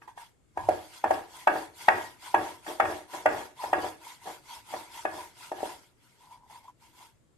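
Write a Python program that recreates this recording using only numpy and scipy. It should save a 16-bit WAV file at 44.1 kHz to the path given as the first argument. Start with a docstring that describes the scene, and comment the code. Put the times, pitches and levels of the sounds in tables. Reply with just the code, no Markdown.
"""First come a few faint knocks and a soft rustle of hands; then a wooden rolling pin runs to and fro over dough.
It rolls on a wooden board on a kitchen counter, close to a stereo microphone. Knocks, as the pin drops off
the dough, are decaying tones of the wood; its rumble over bare wood is the same tones tapped at random,
above a low noise thud. Floury palms on the handles are shaped noise plus a hollow note.
At the end fingers slide and turn the dough. The kitchen answers the wood, over a steady room tone."""
import sys
import numpy as np
from scipy import signal
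from scipy.io import wavfile
from scipy.ndimage import uniform_filter1d

SR = 44100
rng = np.random.default_rng(int(sys.argv[2]) if len(sys.argv) > 2 else 0)


def persist_wave(psi):
    """Save psi, clipped to +-1, as 16-bit WAV."""
    counts = np.round(np.clip(psi, -1, 1) * 32767).astype(np.int16)
    wavfile.write(sys.argv[1], SR, np.atleast_2d(counts).T)


N = 325017

# Blows of pin on board: t/s, peak level/dB, low tones/dB, high tones/dB, lean of the middle tones/(dB per octave)
KNOCKS = [(0.018, -40.5, 15, 21, 0.1), (0.078, -32, -5, -4, 47), (0.176, -30, -11, -3, 51),
          (0.574, -16, -3, -10, 17.5), (0.688, -3.5, -5, -19.5, -13), (1.041, -8, -11, -9.5, 16),
          (1.108, -4.5, -7, -12, -10.5), (1.473, -1.5, -12.5, -3.5, 13.5), (1.555, -28.5, -10.5, -8.5, 0.5),
          (1.884, 2.5, -8, -1.5, 13.5), (1.918, -19.5, -11, 2, 2.5), (1.982, -25, -14, -2, -6),
          (2.344, -3, -4.5, -5.5, 18.5), (2.665, -29, -7, 4, -2), (2.8, -3, -13, -3, 9),
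          (2.853, -18, -9, 2.5, -2), (3.134, -35.5, -14.5, 5.5, -11.5), (3.259, -3.5, -7, -2.5, -18),
          (3.287, -23.5, -9, 2.5, -4), (3.621, -35, -8.5, 5, -6), (3.639, -19, -4.5, -8.5, -6),
          (3.731, -5.5, -7, -4.5, 4), (4.273, -25.5, -3, -22, 1), (4.738, -20, -24, -10, -12),
          (5.052, -13, -3.5, -1, -8), (5.18, -40, -9, -8, -19), (5.517, -18, -3.5, -15.5, 4),
          (5.585, -35, -6, -12, 4), (5.605, -24.5, -6, -15, 4), (5.63, -16, 8.5, -26, -19),
          (7.006, -48, -4, -12, 26)]
# Tones (modes) of board and pin: f/Hz, relative level/dB, time to die by 60 dB/s,
# phase by which the left channel leads/radians, left over right/dB
WOOD = [(320.4, -8, 0.11, .1, -0.2), (364.3, -6.5, 0.093, 0.063, 0.5), (452.6, -4.5, 0.037, .1, 1.7),
        (580, -6.5, .08, 0.054, 4.5), (623.7, 2.5, 0.06, .1, -3), (755, 3.5, 0.087, 0.074, 2),
        (780.5, 6, 0.016, 0.22, -3.5), (850, 3.5, 0.018, 0.69, 9.5), (930, -4.5, 0.023, 0.35, -10),
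        (950, -9, 0.058, 0.13, -5.5), (1138, -8.5, 0.17, 1, 5.5), (1206, -2, 0.028, 0.47, -3.5),
        (1300, 0, 0.0086, 1.8, 9.5), (1451, -9.5, 0.11, 0.49, 3), (1567, -7.5, 0.041, 1.3, -6.5),
        (1618, -10, 0.2, 0.23, 2), (1680, -7, 0.14, 3.3, -11.5), (1854, -0.5, 0.027, 5.1, 6.5),
        (2165, -7.5, 0.067, 1.5, -1.5), (2494, -11, 0.038, 1.4, -4), (2543, -15.5, 0.072, 2.5, -1.5),
        (2701, -12.5, 0.05, 1.9, -4), (2864, -19.5, 0.017, 2.9, -14.5), (3350, -15, 0.011, 5.4, -7.5)]
LOW_BELOW_HZ, HIGH_ABOVE_HZ = 520, 1050
# The high tones come in close pairs, so they are listed twice
MODES_PAIRED = WOOD + [mode for mode in WOOD if mode[0] > HIGH_ABOVE_HZ]
# Runs of the pin on bare wood: full contact t/s, length of contact/s, rumble level/dB, counter thud level/dB
RUNS = [(0.57, 0.078, -49.5, -48.5), (0.702, .05, -35.5, -54.5), (1.051, 0.13, -33.5, -55),
        (1.492, 0.084, -30.5, -57), (1.891, 0.092, -33, -52), (2.352, 0.067, -30.5, -52),
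        (2.679, 0.04, -38.5, -74.5), (2.816, 0.11, -31.5, -52.5), (3.143, 0.04, -41, -67.5),
        (3.263, 0.13, -32, -53.5), (3.64, 0.055, -45, -53.5), (3.742, 0.11, -32, -53),
        (4.266, 0.0089, -40, -66), (4.729, 0.027, -41.5, -59), (5.055, 0.13, -42.5, -56),
        (5.528, 0.048, -45.5, -60), (5.624, 0.056, -43.5, -64)]
# Colour of the thud through the counter: f/Hz, relative level/dB
THUD = [(30, -26.0), (60, -18.0), (86, 5.0), (107, 8.0), (135, -17.5), (190, -6), (260, -27.0), (600, -78.0)]
# Palms on handles, later fingers on dough: fastest t/s, speeding up/s, slowing down/s, hiss level/dB, hollow note level/dB
SLIDES = [(.03, 0.021, 0.043, -64.5, -56), (0.084, 0.011, 0.052, -61.5, -46),
          (0.189, 0.023, 0.095, -52, -50), (.6, 0.035, 0.16, -57, -40.5), (.74, 0.13, 0.25, -51, -57),
          (.958, 0.068, 0.08, -49, -58.5), (1.14, 0.092, 0.12, -47.5, -47), (1.38, 0.093, 0.1, -47.5, -50),
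          (1.58, 0.11, 0.11, -45.5, -47), (1.83, 0.076, 0.11, -44.5, -48.5),
          (2.01, 0.13, .13, -45.5, -43.5), (2.27, 0.069, .08, -45, -44.5), (2.45, 0.13, 0.14, -45.5, -43),
          (2.7, 0.062, 0.085, -43, -47), (2.92, 0.14, .12, -45.5, -47), (3.16, 0.066, 0.086, -44, -42),
          (3.39, 0.15, .11, -45.5, -46.5), (3.641, 0.064, 0.097, -44, -36), (3.85, 0.11, .1, -44, -43.5),
          (4.09, 0.087, 0.083, -46.5, -49), (4.3, 0.094, 0.1, -46.5, -46), (4.54, 0.09, 0.078, -46, -45.5),
          (4.75, 0.1, 0.15, -46, -44.5), (4.981, 0.084, 0.089, -45, -46), (5.2, 0.13, 0.11, -46.5, -45),
          (5.441, 0.091, 0.1, -47, -54.5), (5.67, 0.12, .12, -44.5, -45),
          (5.829, 0.028, 0.093, -61.5, -69.5), (6.07, 0.1, 0.2, -65.5, -74.5),
          (6.236, 0.071, 0.092, -61.5, -56.5), (6.325, 0.035, 0.064, -59.5, -49),
          (6.451, 0.049, 0.032, -76, -57), (6.506, 0.013, 0.033, -57.5, -45.5),
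          (6.56, 0.075, 0.064, -56, -47.5), (6.645, 0.022, 0.043, -63, -52.5),
          (6.684, 0.019, 0.031, -62.5, -48), (6.839, 0.043, 0.098, -60, -60),
          (7.016, 0.084, 0.092, -54.5, -54.5)]
# Colour of the hiss of floury skin: f/Hz, relative level per Hz/dB
HISS = [(650, -35.5), (1100, -14), (1410, -3.5), (1780, -8), (2100, -1.5), (2360, -6), (3460, -7),
        (4640, -8), (12100, -11), (13300, -12.5)]
# Peaks added to that hiss: f/Hz, width/Hz, lift/dB
HISS_PEAKS = [(1320, 370, 4), (2135, 26, 10), (2730, 140, 2), (3340, 270, 6.5), (4800, 480, 2.5),
              (8640, 280, 5)]
# Air between board and counter, heard as a hollow note: f/Hz, width/Hz, relative level/dB
HOLLOW = [(863, 96, 1.5), (931.3, 33, 0), (986, 36, 0)]
# Fading of the kitchen's answer: f/Hz, time to die by 60 dB/s
KITCHEN = [(200, 0.47), (800, 0.28), (2500, 0.43), (8000, 0.34)]
# Colour of the room tone: f/Hz, relative level per Hz/dB
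ROOM_TONE = [(12, -50), (20, -21), (43, -4.5), (128, -0.5), (203, -10), (239, -6.5), (322, -7.5),
             (350, -9.5), (472, -12), (572, -16), (5800, -35), (7410, -25), (13500, -44.5)]
# Likeness of left and right: f/Hz, likeness (0 = unrelated, 1 = the same)
SAME = [(30, .3), (100, 0.15), (300, 0.38), (900, 0.14), (2000, 0.14), (13000, 0.056)]

TICK_DB = -31  # tick under its blow
CONTACT_DB_PER_S, SAG_DB_PER_S, LIFT_DB_PER_S = 1500.5, 31.5, 208  # rumble sets in, sags, dies as the pin climbs the dough
THUD_LATE_S = 0.024  # the counter answers late
THUD_RISE_DB_PER_S, THUD_SAG_DB_PER_S, THUD_FALL_DB_PER_S = 600, 56, 158
ON_DOUGH_DB = -16  # faint rumble under the hiss of every stroke
EASE_DB, HOLLOW_EASE_DB = 13.5, 18  # drop at either end of a slide: hiss, hollow note
EASE_SHAPE = 1.74  # how round the arch of a slide is
RESTING_DB = -83  # hiss of hands nearly at rest
KITCHEN_DB, ROOM_TONE_DB = -9.0, -66.5
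CEILING = 0.65  # the microphone rounds off peaks that come near this amplitude
EDGE_HZ = 13330  # upper band limit


def knocks():
    """Each blow swells for a few ms while the pin settles, rings the wood, ticks at its height and chatters after."""
    out = np.zeros((2, N + SR))
    t = np.arange(SR // 10) / SR
    rise_s = 0.0046
    tick_band = signal.butter(2, [2800, 11500], "bandpass", fs=SR, output="sos")
    for s, db, low_db, high_db, lean_db in KNOCKS:
        spot = rng.standard_normal((4, len(MODES_PAIRED), 1))
        body = ring(t, low_db, high_db, lean_db, spot, rise_s) * (1 - t / t[-1])
        body = gain_of(db) * body / abs(body).max()

        tick_shape = np.minimum(t / rise_s, 1) ** 3 * gain_of(-60 * np.maximum(t - rise_s, 0) / 0.025)
        tick = signal.sosfilt(tick_band, rng.standard_normal((2, len(t))) * tick_shape)
        tick = gain_of(db + TICK_DB) * tick

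        # contact begins softly 3 ms early; three rebounds follow at uneven gaps near 9 ms, each weaker
        gaps_s = 0.009 * np.exp(0.3 * rng.standard_normal(3))
        starts_s = s + np.cumsum([-0.003, *gaps_s])
        rebounds = np.sign(rng.standard_normal(3)) * gain_of(-11.5 - 3.7 * np.arange(3))
        for start_s, gain in zip(starts_s, [1, *rebounds]):
            at = round(start_s * SR)
            # the tick weakens twice over, so the rebounds are duller
            out[:, at:at + len(t)] += gain * (body + abs(gain) * tick)
    return out[:, :N]


def ring(t, low_db, high_db, lean_db, draw, rise_s):
    """The wood's tones in stereo: each swells for rise_s, the high ones longer, then dies.
    Where pin and hands rest (draw) shifts each tone's phase, strength, pitch and side a little."""
    hz, db, t60, lead, pan_db = np.transpose(MODES_PAIRED)[:, :, None]
    low, high = hz < LOW_BELOW_HZ, hz > HIGH_ABOVE_HZ
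    # high tones change most from spot to spot
    phase_draw, level_draw, pitch_draw, side_draw = np.linspace(0.3, 1, len(hz))[:, None] * draw

    top_s = rise_s * (1 + 0.51 * high)
    swell = np.minimum(t / top_s, 1) ** 1.6
    fade_db = -60 * np.maximum(t - top_s, 0) / t60

    middle_db = lean_db * np.log2(hz / 780)
    group_db = np.where(low, low_db, np.where(high, high_db, middle_db))
    level_db = db + group_db + 2.0 * level_draw

    side = np.array([0.5, -0.5])[:, None, None]  # left, right
    turning = 2 * np.pi * hz * (1 + 0.033 * pitch_draw) * (t - rise_s)
    phase = turning + np.pi + 2.16 * phase_draw + side * (lead + 2.18 * side_draw)
    tones = swell * gain_of(level_db + side * pan_db + fade_db) * np.cos(phase)
    return tones.sum(1)


def rolling():
    """Bumps in the grain tap the wood in quick uneven succession; the counter thuds below."""
    t = np.arange(SR // 8) / SR
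    body = np.zeros((2, N))
    for _ in range(5):  # five spots on the wood, each tapped on its own
        spot = rng.standard_normal((4, len(MODES_PAIRED), 1))
        tap = ring(t, 5.2, -6.5, -1.5, spot, rise_s=0.002933)
        body += signal.oaconvolve(grains(130, 2.8)[None], tap, axes=1)[:, :N]
    on_wood = contact(0, column=2, rise=CONTACT_DB_PER_S, sag=SAG_DB_PER_S, fall=LIFT_DB_PER_S)
    on_dough = gain_of(ON_DOUGH_DB) * strokes(column=3, ease_db=EASE_DB)

    thud = noise(lambda hz: read(THUD, hz), 2.0, 2.4, size=2048)
    thud = evened(thud + 0.18 * thud[::-1])  # mixing in the other channel makes the two more alike
    thud_gain = contact(THUD_LATE_S, column=3, rise=THUD_RISE_DB_PER_S, sag=THUD_SAG_DB_PER_S,
                        fall=THUD_FALL_DB_PER_S)
    return evened(body) * (on_wood + on_dough) + thud * thud_gain


def contact(late_s, column, rise, sag, fall):
    """Loudness of one column of RUNS: a rise to full contact, a sag along the run, a fall after it (dB per s)."""
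    t, power = np.arange(N) / SR, 0
    for row in RUNS:
        since = t - row[0] - late_s
        lasts_s = row[1]
        db = row[column] + rise * np.minimum(since, 0)
        db = db - sag * np.clip(since, 0, lasts_s)
        db = db - fall * np.maximum(since - lasts_s, 0)
        power = power + gain_of(2 * db)
    return np.sqrt(power)


def sliding():
    """Floury skin hisses, grittier where it catches; the rubbing also sounds a hollow note in small lumps."""
    def hiss_db(hz):
        """The smooth hiss colour with its peaks on top."""
        lift = sum(db / (1 + (2 * (hz - f) / width) ** 2) for f, width, db in HISS_PEAKS)
        return read(HISS, hz) + lift

    hiss = noise(hiss_db, 2.8, 0.49)
    # each grain of flour drags for 3 ms
    catches = np.sqrt(abs(uniform_filter1d(grains(400, 2.0) ** 2, size=130)))
    hiss = evened(hiss * (1 + 0.11 * catches))

    t, note = np.arange(SR // 10) / SR, 0
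    side_phase, side_gain = np.array([[0.3], [-0.3]]), gain_of([[0.7], [-0.7]])  # left, right
    for hz, width, db in HOLLOW:
        fade = np.exp(-np.pi * width * t) * np.minimum(t / 0.0021, 1)
        lump = side_gain * fade * np.sin(2 * np.pi * hz * t + side_phase)
        note = note + gain_of(db) * signal.oaconvolve(grains(130, 3.44)[None], lump, axes=1)[:, :N]

    hiss_gain = strokes(column=3, ease_db=EASE_DB) + gain_of(RESTING_DB)
    return hiss * hiss_gain + evened(note) * strokes(column=4, ease_db=HOLLOW_EASE_DB)


def strokes(column, ease_db):
    """Loudness of one column of SLIDES: each slide is an arch, loudest where the hand is fastest."""
    t, power = np.arange(N) / SR, 0
    for row in SLIDES:
        # 0 at the fastest moment, 1 at either end
        away = np.maximum((row[0] - t) / row[1], (t - row[0]) / row[2])
        db = row[column] - ease_db * np.minimum(away, 10) ** EASE_SHAPE
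        power = power + gain_of(2 * db)
    return np.sqrt(power)


def kitchen(x):
    """The room's answer: sparse taps of random sign, each band dying at its own speed, left and right partly alike."""
    taps = np.zeros((2, SR // 2))
    at = np.arange(200, SR // 2 - 20, 20)
    at = at + rng.integers(0, 20, (2, len(at)))  # one tap somewhere in every 20 samples
    np.put_along_axis(taps, at, rng.choice([-1., 1.], at.shape), 1)
    hz, t, (left, other) = signal.stft(taps, SR, nperseg=256)
    fade = gain_of(-60 * t / read(KITCHEN, hz)[:, None])
    tail = signal.istft(stereo(left, other, hz) * fade, SR, nperseg=256)[1]
    return signal.oaconvolve(x, tail / np.linalg.norm(tail[0]), axes=1)[:, :N]


def room_tone():
    """Steady background noise of the room, a little stronger on the left."""
    level = gain_of(ROOM_TONE_DB + np.array([[1.1], [-1.1]]))
    return level * noise(lambda hz: read(ROOM_TONE, hz), 1.9, 0.44, size=2048)


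def noise(shape_db, patchy_db, flicker_db, size=512):
    """Stereo noise of the colour shape_db(hz), with drifting patches and a flicker shared by all bands."""
    frames, hz = 4 * N // size + 5, np.fft.rfftfreq(size, 1 / SR)
    a, b, c, d, patches = rng.standard_normal((frames, len(hz), 5)).T
    flicker = evened(uniform_filter1d(patches[0], size=3))
    patches = uniform_filter1d(patches, size=5, axis=0)  # smooth over pitch, then over time
    patches = evened(uniform_filter1d(patches, size=10, axis=1))
    z = stereo(a + 1j * b, c + 1j * d, hz)
    z *= gain_of(shape_db(hz)[:, None] + patchy_db * patches + flicker_db * flicker)
    return evened(signal.istft(z, nperseg=size, noverlap=3 * size // 4)[1][:, :N])


def stereo(left, other, hz):
    """Builds the right channel from the left and an unrelated sound, as alike in each band as SAME says."""
    same = np.clip(read(SAME, hz), -1, 1)[:, None]
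    return np.array([left, same * left + np.sqrt(1 - same ** 2) * other])


def grains(per_s, spread_db):
    """Random clicks of either sign, a few of them large."""
    size = gain_of(spread_db * np.minimum(rng.exponential(1, N), 4)) * rng.choice([-1., 1.], N)
    return evened(size * (rng.random(N) < per_s / SR))


def read(points, hz):
    """Reads a table between its points, with frequency on a log axis."""
    f, value = np.transpose(points)
    return np.interp(np.log(hz + 1), np.log(f + 1), value)


def evened(x):
    """Scales to an rms (average strength) of 1."""
    return x / np.sqrt(np.mean(x ** 2) + 1e-20)


def gain_of(db):
    """Turns decibels into amplitude."""
    return 10 ** (np.asarray(db) / 20)


def scene():
    """All sources, the kitchen's answer to the wood, and the room tone."""
    wood = knocks() + rolling()
    return wood + sliding() + gain_of(KITCHEN_DB) * kitchen(wood) + room_tone()


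def record(dry):
    """Soft overload on the hardest knocks, then the band limit."""
    soft = CEILING * np.tanh(dry / CEILING)
    low_pass = signal.firwin(511, EDGE_HZ, window=("kaiser", 9), fs=SR)
    return signal.oaconvolve(soft, low_pass[None], "same")


dry = scene()
out = record(dry)
persist_wave(out)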